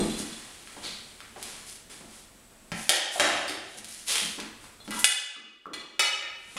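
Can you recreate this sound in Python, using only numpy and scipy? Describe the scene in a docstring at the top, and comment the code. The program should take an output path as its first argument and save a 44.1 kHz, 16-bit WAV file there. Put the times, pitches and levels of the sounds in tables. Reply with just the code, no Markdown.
"""Working a tire off its rim

In a hard-walled garage steel pings lightly, and someone in rustling clothes takes an iron from a tool chest.
The rubber bead slides, the tire thumps and the iron clanks on the wheel. Struck metal rings in its normal
modes, friction hisses in many tiny slips, the room reverberates, and a limiter ducks the level after the hard
blows."""
import sys
import numpy as np
from scipy import signal
from scipy.fft import rfft, irfft
from scipy.io import wavfile
from scipy.ndimage import uniform_filter1d

SR = 44100
rng = np.random.default_rng(int(sys.argv[2]) if len(sys.argv) > 2 else 0)


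def store_wav(level_fs):
    """Save 16-bit WAV to argv[1]."""
    pcm = np.round(np.clip(np.atleast_2d(level_fs), -1, 1) * 32767)
    wavfile.write(sys.argv[1], SR, pcm.T.astype(np.int16))


N = 290178
T = np.arange(N) / SR
EVENT_T = T[:round(1.5 * SR)]  # seconds since the onset of one event
EVENT_N = len(EVENT_T)


def tire_iron():
    """Bending vibration: the struck steel lever rings in inharmonic modes."""
    # Each row: frequency in Hz, level in dB.
    modes = [(408, -17.5), (526, -19), (872, -9), (1402, -3.5), (1630, -9.5), (1725, -5.5), (1993, -3),
             (2264, -9), (2534, -3.5), (2909, 5), (2961, -11), (3399, 1.5), (3457, -8.5), (3834, -8),
             (4320, -7.5), (4647, -16.5), (4792, -17), (4886, -9), (5935, -22), (6427, -17.5), (6625, -9.5),
             (6804, -11), (7577, -4), (7727, -7), (8027, -12), (8706, -5), (8888, -2), (9526, -6.5),
             (9989, -14.5), (10110, -6)]
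    # Each row: start in seconds, strength and crack in dB, tilt in dB an octave,
    # chatter in dB, chatter decay in seconds.
    strikes = [(4.907, -37, -3, -20, 8.5, 0.17), (4.992, -32, 4, 11, 2, .04),
               (5.0435, 15, -1.5, 2.5, 2, 0.0031), (5.734, -19.5, -1.5, -3, 2.5, 0.011),
               (5.772, -33.5, 3, -22, 2.5, .02)]
    return blows(strikes, modes, held_t60=0.059, free_t60=0.36, free_db=-11, damping=0.52, snap_s=0.011)


def wheel_rim():
    """Shell vibration: the alloy wheel rings with the iron wedged against it."""
    # Each row: frequency in Hz, level in dB.
    modes = [(412, -13.5), (536, -7), (834, -8.5), (932, -11), (1253, -3.5), (1438, -12), (1831, -3),
             (2033, -1), (2274, -1.5), (2344, -3), (2558, 2.5), (2887, 1), (2955, -1), (3012, -3),
             (3403, -3), (3661, -1.5), (3802, -1), (4323, 1), (4842, -6.5), (5373, -6), (5442, -2),
             (5971, -7), (6650, -4), (7208, -3.5), (7525, -19), (8328, -30), (9215, -21), (9542, -11),
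             (10055, -31), (10118, -21)]
    # Each row: start in seconds, strength and crack in dB, tilt in dB an octave,
    # chatter in dB, chatter decay in seconds.
    strikes = [(5.735, -25, -11, -4.5, -6, 0.025), (5.994, -4.5, -5.5, -0.5, -2.5, 0.0062),
               (6.222, -29.5, -27, -7, 6.5, 0.0082), (6.5665, -29.5, -12, -1, -2.5, 0.0045)]
    return blows(strikes, modes, held_t60=0.063, free_t60=0.59, free_db=-1.5, damping=1, snap_s=0.0053)


def tool_chest():
    """Impact excitation: the chest and the tools lying on it ring together."""
    # Each row: frequency in Hz, level in dB.
    modes = [(354, -7), (537, -3.5), (624, -3.5), (671, -12.5), (763, -2), (808, -6), (1642, -6),
             (1772, -3.5), (1848, 0.5), (1890, -4), (1992, -11.5), (2134, -14.5), (2249, -4.5), (2635, -10),
             (2910, -6.5), (3113, 1.5), (3184, -7), (3265, -9), (3656, -27), (3700, 1), (4578, -8.5),
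             (5430, -18)]
    # Each row: start in seconds, strength and crack in dB, tilt in dB an octave,
    # chatter in dB, chatter decay in seconds.
    strikes = [(2.718, -34.5, 2, -6.5, -2.5, 0.09), (2.8935, -5, 9.5, 1, -26, 0.004),
               (2.902, -10, -9, -2.5, 0, 0.043), (2.925, -17.5, -6.5, -3.5, 5.5, 0.13),
               (3.1975, -8.5, 6, -4.5, 3.5, 0.092), (3.243, -22, 8, -11.5, -17, 0.3),
               (3.495, -28, 4, -1.5, -23, .06)]
    return blows(strikes, modes, held_t60=0.039, free_t60=0.46, free_db=-2.5, damping=0.49, snap_s=0.0027)


def steel_pings():
    """Light contact excites high modes of a piece of steel: thin, bright pings."""
    # Each row: frequency in Hz, level in dB.
    modes = [(3440, -8.5), (3949, -12.5), (4158, -8.5), (6900, -9), (8181, -9), (8413, -4)]
    # Each row: start in seconds, strength and crack in dB, tilt in dB an octave,
    # chatter in dB, chatter decay in seconds.
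    strikes = [(0.002, -35.5, -2.5, -0.5, 4, 0.012), (.1, -35, -23, -16, -6, 0.023),
               (.318, -44, -23, -14, -4.5, 0.012), (4.803, -47, -2.5, -24.5, -11, 0.006),
               (5.734, -20.5, -12, -24.5, 2.5, 0.011)]
    return blows(strikes, modes, held_t60=0.05, free_t60=0.26, free_db=-3, damping=0.3, snap_s=0.003)


def loose_iron():
    """Free vibration: an iron rings on as it lifts off the chest."""
    # Each row: frequency in Hz, level in dB.
    modes = [(3542, -2), (4430, 0), (4845, -3), (5297, -2), (8559, -2), (9798, -8), (11500, -17),
             (13990, -28)]
    # Each row: start in seconds, strength and crack in dB, tilt in dB an octave,
    # chatter in dB, chatter decay in seconds.
    strikes = [(3.48, -23.5, -10, 0, -6, 0.019)]
    return blows(strikes, modes, held_t60=0.068, free_t60=0.53, free_db=-3, damping=0.3, snap_s=0.0033)


def blows(strikes, modes, held_t60, free_t60, free_db, damping, snap_s):
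    """Contact damping: metal rings briefly while held, chatters, and sings longer when free."""
    impacts, singing = np.zeros((2, N))
    bounces_per_s = 1200
    for start, db, crack_db, tilt, chatter_db, chatter_s in strikes:
        hit = ring(modes, held_t60, tilt) + amp(crack_db) * crack(tilt, snap_s)
        bounces = rng.standard_normal(EVENT_N) * (rng.random(EVENT_N) < bounces_per_s / SR)
        bounces *= np.exp(-EVENT_T / chatter_s)
        chatter = packet(signal.fftconvolve(hit, bounces)[:EVENT_N])
        add(impacts, start, amp(db) * (hit + amp(chatter_db) * chatter) * (EVENT_T < 1))
        add(singing, start, amp(db + free_db) * ring(modes, free_t60, tilt, damping))
    return np.array([impacts, singing])


def ring(modes, t60, tilt=0, damping=0):
    """Modal superposition: decaying sines start at a crest; damping shortens those above 3 kHz."""
    hz, db = np.transpose(modes)[:, :, None]
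    mode_t60 = t60 * np.maximum(hz / 3000, 1) ** -damping
    t = EVENT_T[EVENT_T < 1.2 * mode_t60.max()]
    hardness_db = tilt * octaves(np.maximum(hz, 2000), 3000)
    waves = amp(db + hardness_db - 60 * t / mode_t60) * np.cos(2 * np.pi * hz * t)
    signs = rng.choice([-1, 1], hz.shape)
    return packet(np.pad((signs * waves).sum(0), (0, EVENT_N - len(t))))


def crack(tilt, decay):
    """A brief contact radiates a broad band: a noise burst, whitened so that it has no pitch."""
    # Each row: frequency in Hz, spectral density in dB.
    spectrum = [(60, -36), (400, -40.5), (1300, 4), (3000, 8), (5000, 6.5), (8000, 5.5), (10500, 7.5),
                (12500, -7), (16000, -40.5)]
    burst = rfft(rng.standard_normal(EVENT_N) * np.exp(-EVENT_T / decay))
    whitened = irfft(burst / (abs(burst) + 1e-9), EVENT_N)
    return packet(colour(whitened * np.exp(-EVENT_T / (2 * decay)), spectrum, tilt))


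def dull_sounds():
    """Resonance bandwidth: the narrower the band, the clearer the pitch, from footfall to squeak."""
    # The tire on its stand. Each row: start in seconds, level in dB, centre in Hz, decay in seconds.
    thumps = [(0.0, -23, 294, 0.038), (.005, -29, 165, 0.051), (.01, -34, 40, 0.091),
              (0.2011, -35.5, 206, 0.047), (2.719, -35.5, 160, 0.016), (3.199, -31, 102, 0.2),
              (4.22, -43, 202, 0.091), (4.379, -40.5, 267, 0.078), (4.877, -37, 250, .033),
              (4.945, -46.5, 257, 0.044), (5.364, -29, 312, 0.078), (5.667, -22.5, 340, 0.078),
              (6.559, -43, 229, .03)]
    # Shoes on concrete. Each row: start in seconds, level in dB, centre in Hz.
    steps = [(.766, -42, 445), (1.361, -40.5, 523), (2.0095, -48, 287), (3.77, -44.5, 280),
             (4.384, -39.5, 908)]
    # The chest's panels. Each row: start in seconds, level in dB, centre in Hz, decay in seconds.
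    booms = [(2.9, -9.5, 610, 0.025), (3.157, -11.5, 680, 0.044), (3.2, -9.5, 690, 0.1),
             (3.208, -18.5, 322, 0.08), (3.496, -28, 348, 0.017)]
    # Iron on the rim, muffled by rubber. Each row: start in seconds, level in dB.
    knocks = [(4.924, -41), (5.363, -25.5), (5.657, -19), (6.5667, -35.5)]
    # Rubber on the iron. Each row: start in seconds, level in dB, pitch in Hz.
    squeaks = [(4.971, -36, 993)]
    out = np.zeros(N)
    for start, db, hz, decay in thumps:
        add(out, start, amp(db) * thud(hz, width_octaves=0.61, decay=decay))
    for start, db, hz in steps:
        add(out, start, amp(db) * thud(hz, width_octaves=1.56, decay=0.032))
    for start, db, hz, decay in booms:
        add(out, start, amp(db) * thud(hz, width_octaves=0.36, decay=decay))
    for start, db in knocks:
        add(out, start, amp(db) * thud(centre_hz=1200, width_octaves=0.15, decay=0.006))
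    for start, db, hz in squeaks:
        add(out, start, amp(db) * thud(hz, width_octaves=0.028, decay=0.055))
    return out


def thud(centre_hz, width_octaves, decay, stand_db=-4, stand_t60=0.48, skirt=2.3, soft_hz=5000):
    """Band-limited excitation: a soft blow shakes one band and the stand's modes within it."""
    # Modes of the tire cavity and steel stand. Each row: frequency in Hz, level in dB.
    stand = [(172, -5), (219, 3), (235, -1.5), (276, -4), (313, -4), (335, -1), (365, -7), (410, -13),
             (499, -7.5)]

    def band(f):
        """Resonance curve with weak deep bass."""
        peak = (1 + (octaves(f, centre_hz) / width_octaves) ** 2) ** (-skirt / 2)
        return peak * np.minimum(2 * f / centre_hz, 1) ** 2

    hz = np.fft.rfftfreq(EVENT_N, 1 / SR)
    noise = rfft(rng.standard_normal(EVENT_N))
    shaken = irfft(noise * band(hz) / (1 + (hz / soft_hz) ** 2), EVENT_N)
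    excited = [(f, db + 20 * np.log10(band(f))) for f, db in stand]
    ring_db = stand_db + max(db for f, db in excited)
    return packet(shaken * np.exp(-EVENT_T / decay)) + amp(ring_db) * ring(excited, stand_t60)


def tire_bead():
    """Stick-slip friction: the rubber bead slides over the rim and along the iron."""
    # Each row: start, swell and fade in seconds, level in dB.
    strokes = [(4.068, 0.032, 0.14, -30), (4.39, 0.013, 0.093, -55), (4.9, 0.018, 0.066, -42)]
    # Each row: frequency in Hz, spectral density in dB.
    spectrum = [(180, -54.5), (300, -13), (537, -1.5), (593, -6), (787, -5.5), (1100, -4), (1610, -6),
                (1900, -2), (2400, 1.5), (3240, 6.5), (4910, -1), (7320, -8.5), (9880, -7), (14000, -56),
                (16000, -49)]
    return rub(strokes, spectrum, spread_db=3.5, slips_per_s=3500, hiss=0.46)


def glove():
    """Sliding friction: glove and sleeve brush over the work with a high swish."""
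    # Each row: start, swell and fade in seconds, level in dB.
    strokes = [(.17, 0.023, .04, -38), (1.64, 0.054, 0.075, -44.5), (2.1, 0.055, 0.087, -52.5),
               (2.73, 0.055, 0.15, -42.5), (3.1, .04, 0.086, -22), (3.76, 0.024, 0.015, -38),
               (3.86, 0.045, 0.13, -42), (4.05, 0.046, 0.16, -31), (4.835, .02, 0.1, -54.5),
               (4.9, 0.076, .06, -38.5)]
    # Each row: frequency in Hz, spectral density in dB.
    spectrum = [(500, -20), (2000, -4), (5000, 0), (8000, 1.5), (10200, 4), (12500, -10.5), (16000, -28.5)]
    return rub(strokes, spectrum, spread_db=7, slips_per_s=3800, hiss=1.5)


def clothes():
    """Friction of cloth: each movement of the body makes a broadband rustle."""
    # Each row: start, swell and fade in seconds, level in dB.
    strokes = [(0.0, 0.026, 0.44, -41), (.45, 0.33, 0.64, -52), (.81, 0.038, 0.069, -42.5),
               (1.33, 0.15, 0.17, -44), (1.893, 0.01, 0.12, -46.5), (2.06, 0.055, .1, -53),
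               (3.55, 0.18, 0.11, -45.5), (4.56, 0.087, 0.071, -53), (6.3, 0.34, .05, -46)]
    # Each row: frequency in Hz, spectral density in dB.
    spectrum = [(100, -3), (400, 1), (1200, 0.5), (3000, 3), (6000, -0.5), (10000, 2.5), (12500, -13),
                (16000, -47)]
    return rub(strokes, spectrum, spread_db=2.5, slips_per_s=3900, hiss=0.71)


def shoe_scuff():
    """Friction on a rough surface: a sole scuffs the concrete."""
    # Each row: start, swell and fade in seconds, level in dB.
    strokes = [(.81, 0.053, 0.093, -38)]
    # Each row: frequency in Hz, spectral density in dB.
    spectrum = [(290, -11), (500, -9.5), (678, -25), (946, -32), (1230, -12), (1790, -20), (2100, -7),
                (2730, -7.5), (4470, 0.5), (5240, -10.5), (10200, -21), (16000, -44)]
    return rub(strokes, spectrum, spread_db=3.5, slips_per_s=1500, hiss=0.72)


def rub(strokes, spectrum, spread_db, slips_per_s, hiss):
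    """Friction noise: tiny uneven slips over a smooth hiss; overlapping strokes add in power."""
    level = np.sqrt(sum(stroke(*row) ** 2 for row in strokes))
    slips = rng.choice([-1, 1], N) * amp(spread_db * np.minimum(rng.exponential(1, N), 5))
    slips *= rng.random(N) < slips_per_s / SR
    return level * colour(unit(slips) + hiss * rng.standard_normal(N), spectrum)


def stroke(start, swell, fade, db, fade_shape=1.48):
    """Friction level follows sliding speed, which builds smoothly and then runs out."""
    speeding = np.sin(np.pi / 2 * np.clip((T - start) / swell, 0, 1)) ** 2
    slowing = np.exp(-(np.maximum(T - start - swell, 0) / fade) ** fade_shape)
    return amp(db) * speeding * slowing


def ticks():
    """Transients without resonance: small dry contacts of buckle, glove and rubber."""
    # Each row: start in seconds, level in dB, tilt in dB an octave.
    contacts = [(0.674, -48.5, -5), (1.2047, -45, -8), (1.4275, -38, 3), (3.845, -38.5, 1),
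                (4.082, -35, 4.5), (4.11, -34.5, 0), (4.156, -29, -2), (4.4005, -38.5, -3.5),
                (4.642, -52, -12.5), (4.878, -46, -7.5), (4.908, -40.5, 6)]
    out = np.zeros(N)
    for start, db, tilt in contacts:
        add(out, start, amp(db) * crack(tilt, decay=0.0019)[EVENT_T < 1])
    return out


def garage(x, early_db=3, early_decay=0.0045, echoes_per_s=4000):
    """Reverberation: reflections from floor and cabinets merge into a tail that dies band by band."""
    # Each row: frequency in Hz, reverberation time in seconds.
    t60s = [(100, 0.47), (400, 0.72), (1200, 0.77), (3000, 0.8), (7000, 0.55), (12000, 0.32)]
    echoes = rng.choice([-1., 1.], EVENT_N) * (rng.random(EVENT_N) < echoes_per_s / SR)
    echoes *= (EVENT_T > 0.003) * (1 + amp(early_db) * np.exp(-EVENT_T / early_decay))
    hz, t, bands = signal.stft(echoes, SR, nperseg=256)
    tail = signal.istft(bands * amp(-60 * t / read(t60s, hz)[:, None]), SR, nperseg=256)[1]
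    return signal.fftconvolve(x, tail / np.linalg.norm(tail))[:N]


def room_noise(noise_db=-55):
    """The noise floor: steady noise, a low hum and a thin whine that wavers by frequency modulation."""
    # Each row: frequency in Hz, spectral density in dB.
    spectrum = [(12, -34.5), (20, 1.5), (48, -18), (86, -5.5), (163, -11.5), (222, -5), (277, -10.5),
                (377, -11.5), (574, -14.5), (660, -12.5), (759, -17.5), (1120, -17), (6540, -23.5),
                (7950, -17.5), (16000, -34)]
    # Each row: frequency in Hz, rms level in dB.
    tones = [(43.1, -67), (7881, -72)]
    waver = 0.0015 * np.cumsum(unit(uniform_filter1d(rng.standard_normal(N), 900))) / SR
    hum = sum(amp(db) * np.sqrt(2) * np.sin(2 * np.pi * hz * (T + waver)) for hz, db in tones)
    return amp(noise_db) * colour(rng.standard_normal(N), spectrum) + hum


def amp(db):
    """Decibels to gain."""
    return 10 ** (np.asarray(db) / 20)


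def unit(x):
    """Scales to an rms of 1."""
    return x / np.sqrt(np.mean(x ** 2) + 1e-20)


def packet(x):
    """Scales to the energy of 10 ms at an rms of 1."""
    return x * np.sqrt(SR / 100 / (np.sum(x ** 2) + 1e-20))


def read(points, hz):
    """Interpolates a table along log frequency."""
    f, value = np.transpose(points)
    return np.interp(np.log(hz + 1), np.log(f + 1), value)


def octaves(hz, centre_hz):
    """Distance in octaves."""
    return np.log2((hz + 1) / centre_hz)


def colour(x, spectrum, tilt=0):
    """Filters by a spectrum, tilted in dB an octave above 400 Hz, and scales to an rms of 1."""
    hz = np.fft.rfftfreq(len(x), 1 / SR)
    gain_db = read(spectrum, hz) + tilt * octaves(np.maximum(hz, 400), 3000)
    return unit(irfft(rfft(x) * amp(gain_db), len(x)))


def add(mix, start, sound):
    """Mixes a sound in at a start time in seconds."""
    part = mix[round(start * SR):][:len(sound)]
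    part += sound[:len(part)]


def scene():
    """Superposition: direct sound, reverberation and room noise, alike in both channels."""
    iron, rim, chest = tire_iron(), wheel_rim(), tool_chest()
    bar, loose = steel_pings(), loose_iron()
    impacts, singing = iron + rim + chest + bar + loose
    friction = clothes() + glove() + shoe_scuff() + tire_bead()
    thuds = dull_sounds()
    clicks = ticks()
    # The chest stands by the wall, so its impacts feed the room most.
    room_impacts = amp(-4.5) * iron[0] + amp(-0.5) * rim[0] + chest[0] + amp(-2.5) * (bar[0] + loose[0])
    to_room = room_impacts + amp(-16) * singing + amp(-1) * thuds + amp(3) * clicks + amp(-3.5) * friction
    direct = amp(-4) * impacts + singing + thuds + clicks + friction
    mono = direct + garage(to_room) + room_noise()
    return np.array([mono, mono])


def record(dry, threshold_db=-15, attack_s=0.001, recovery_db_per_s=18, ceiling=0.85, edge_hz=15800):
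    """Limiting: gain drops fast and recovers slowly; spikes saturate softly before a low-pass filter."""
    power_db = 10 * np.log10(abs(uniform_filter1d((dry ** 2).mean(0), size=120)) + 1e-12)
    recovery = recovery_db_per_s * T
    held_db = np.maximum.accumulate(power_db + recovery) - recovery
    over_db = np.maximum(held_db - threshold_db, 0)
    pole = np.exp(-1 / (attack_s * SR))
    ducked = dry * amp(-signal.lfilter([1 - pole], [1, -pole], over_db))
    saturated = ceiling * np.tanh(ducked / ceiling)
    low_pass = signal.firwin(511, edge_hz, window=("kaiser", 9), fs=SR)
    return signal.oaconvolve(saturated, low_pass[None], "same", axes=1)


dry = scene()
out = record(dry)
store_wav(out)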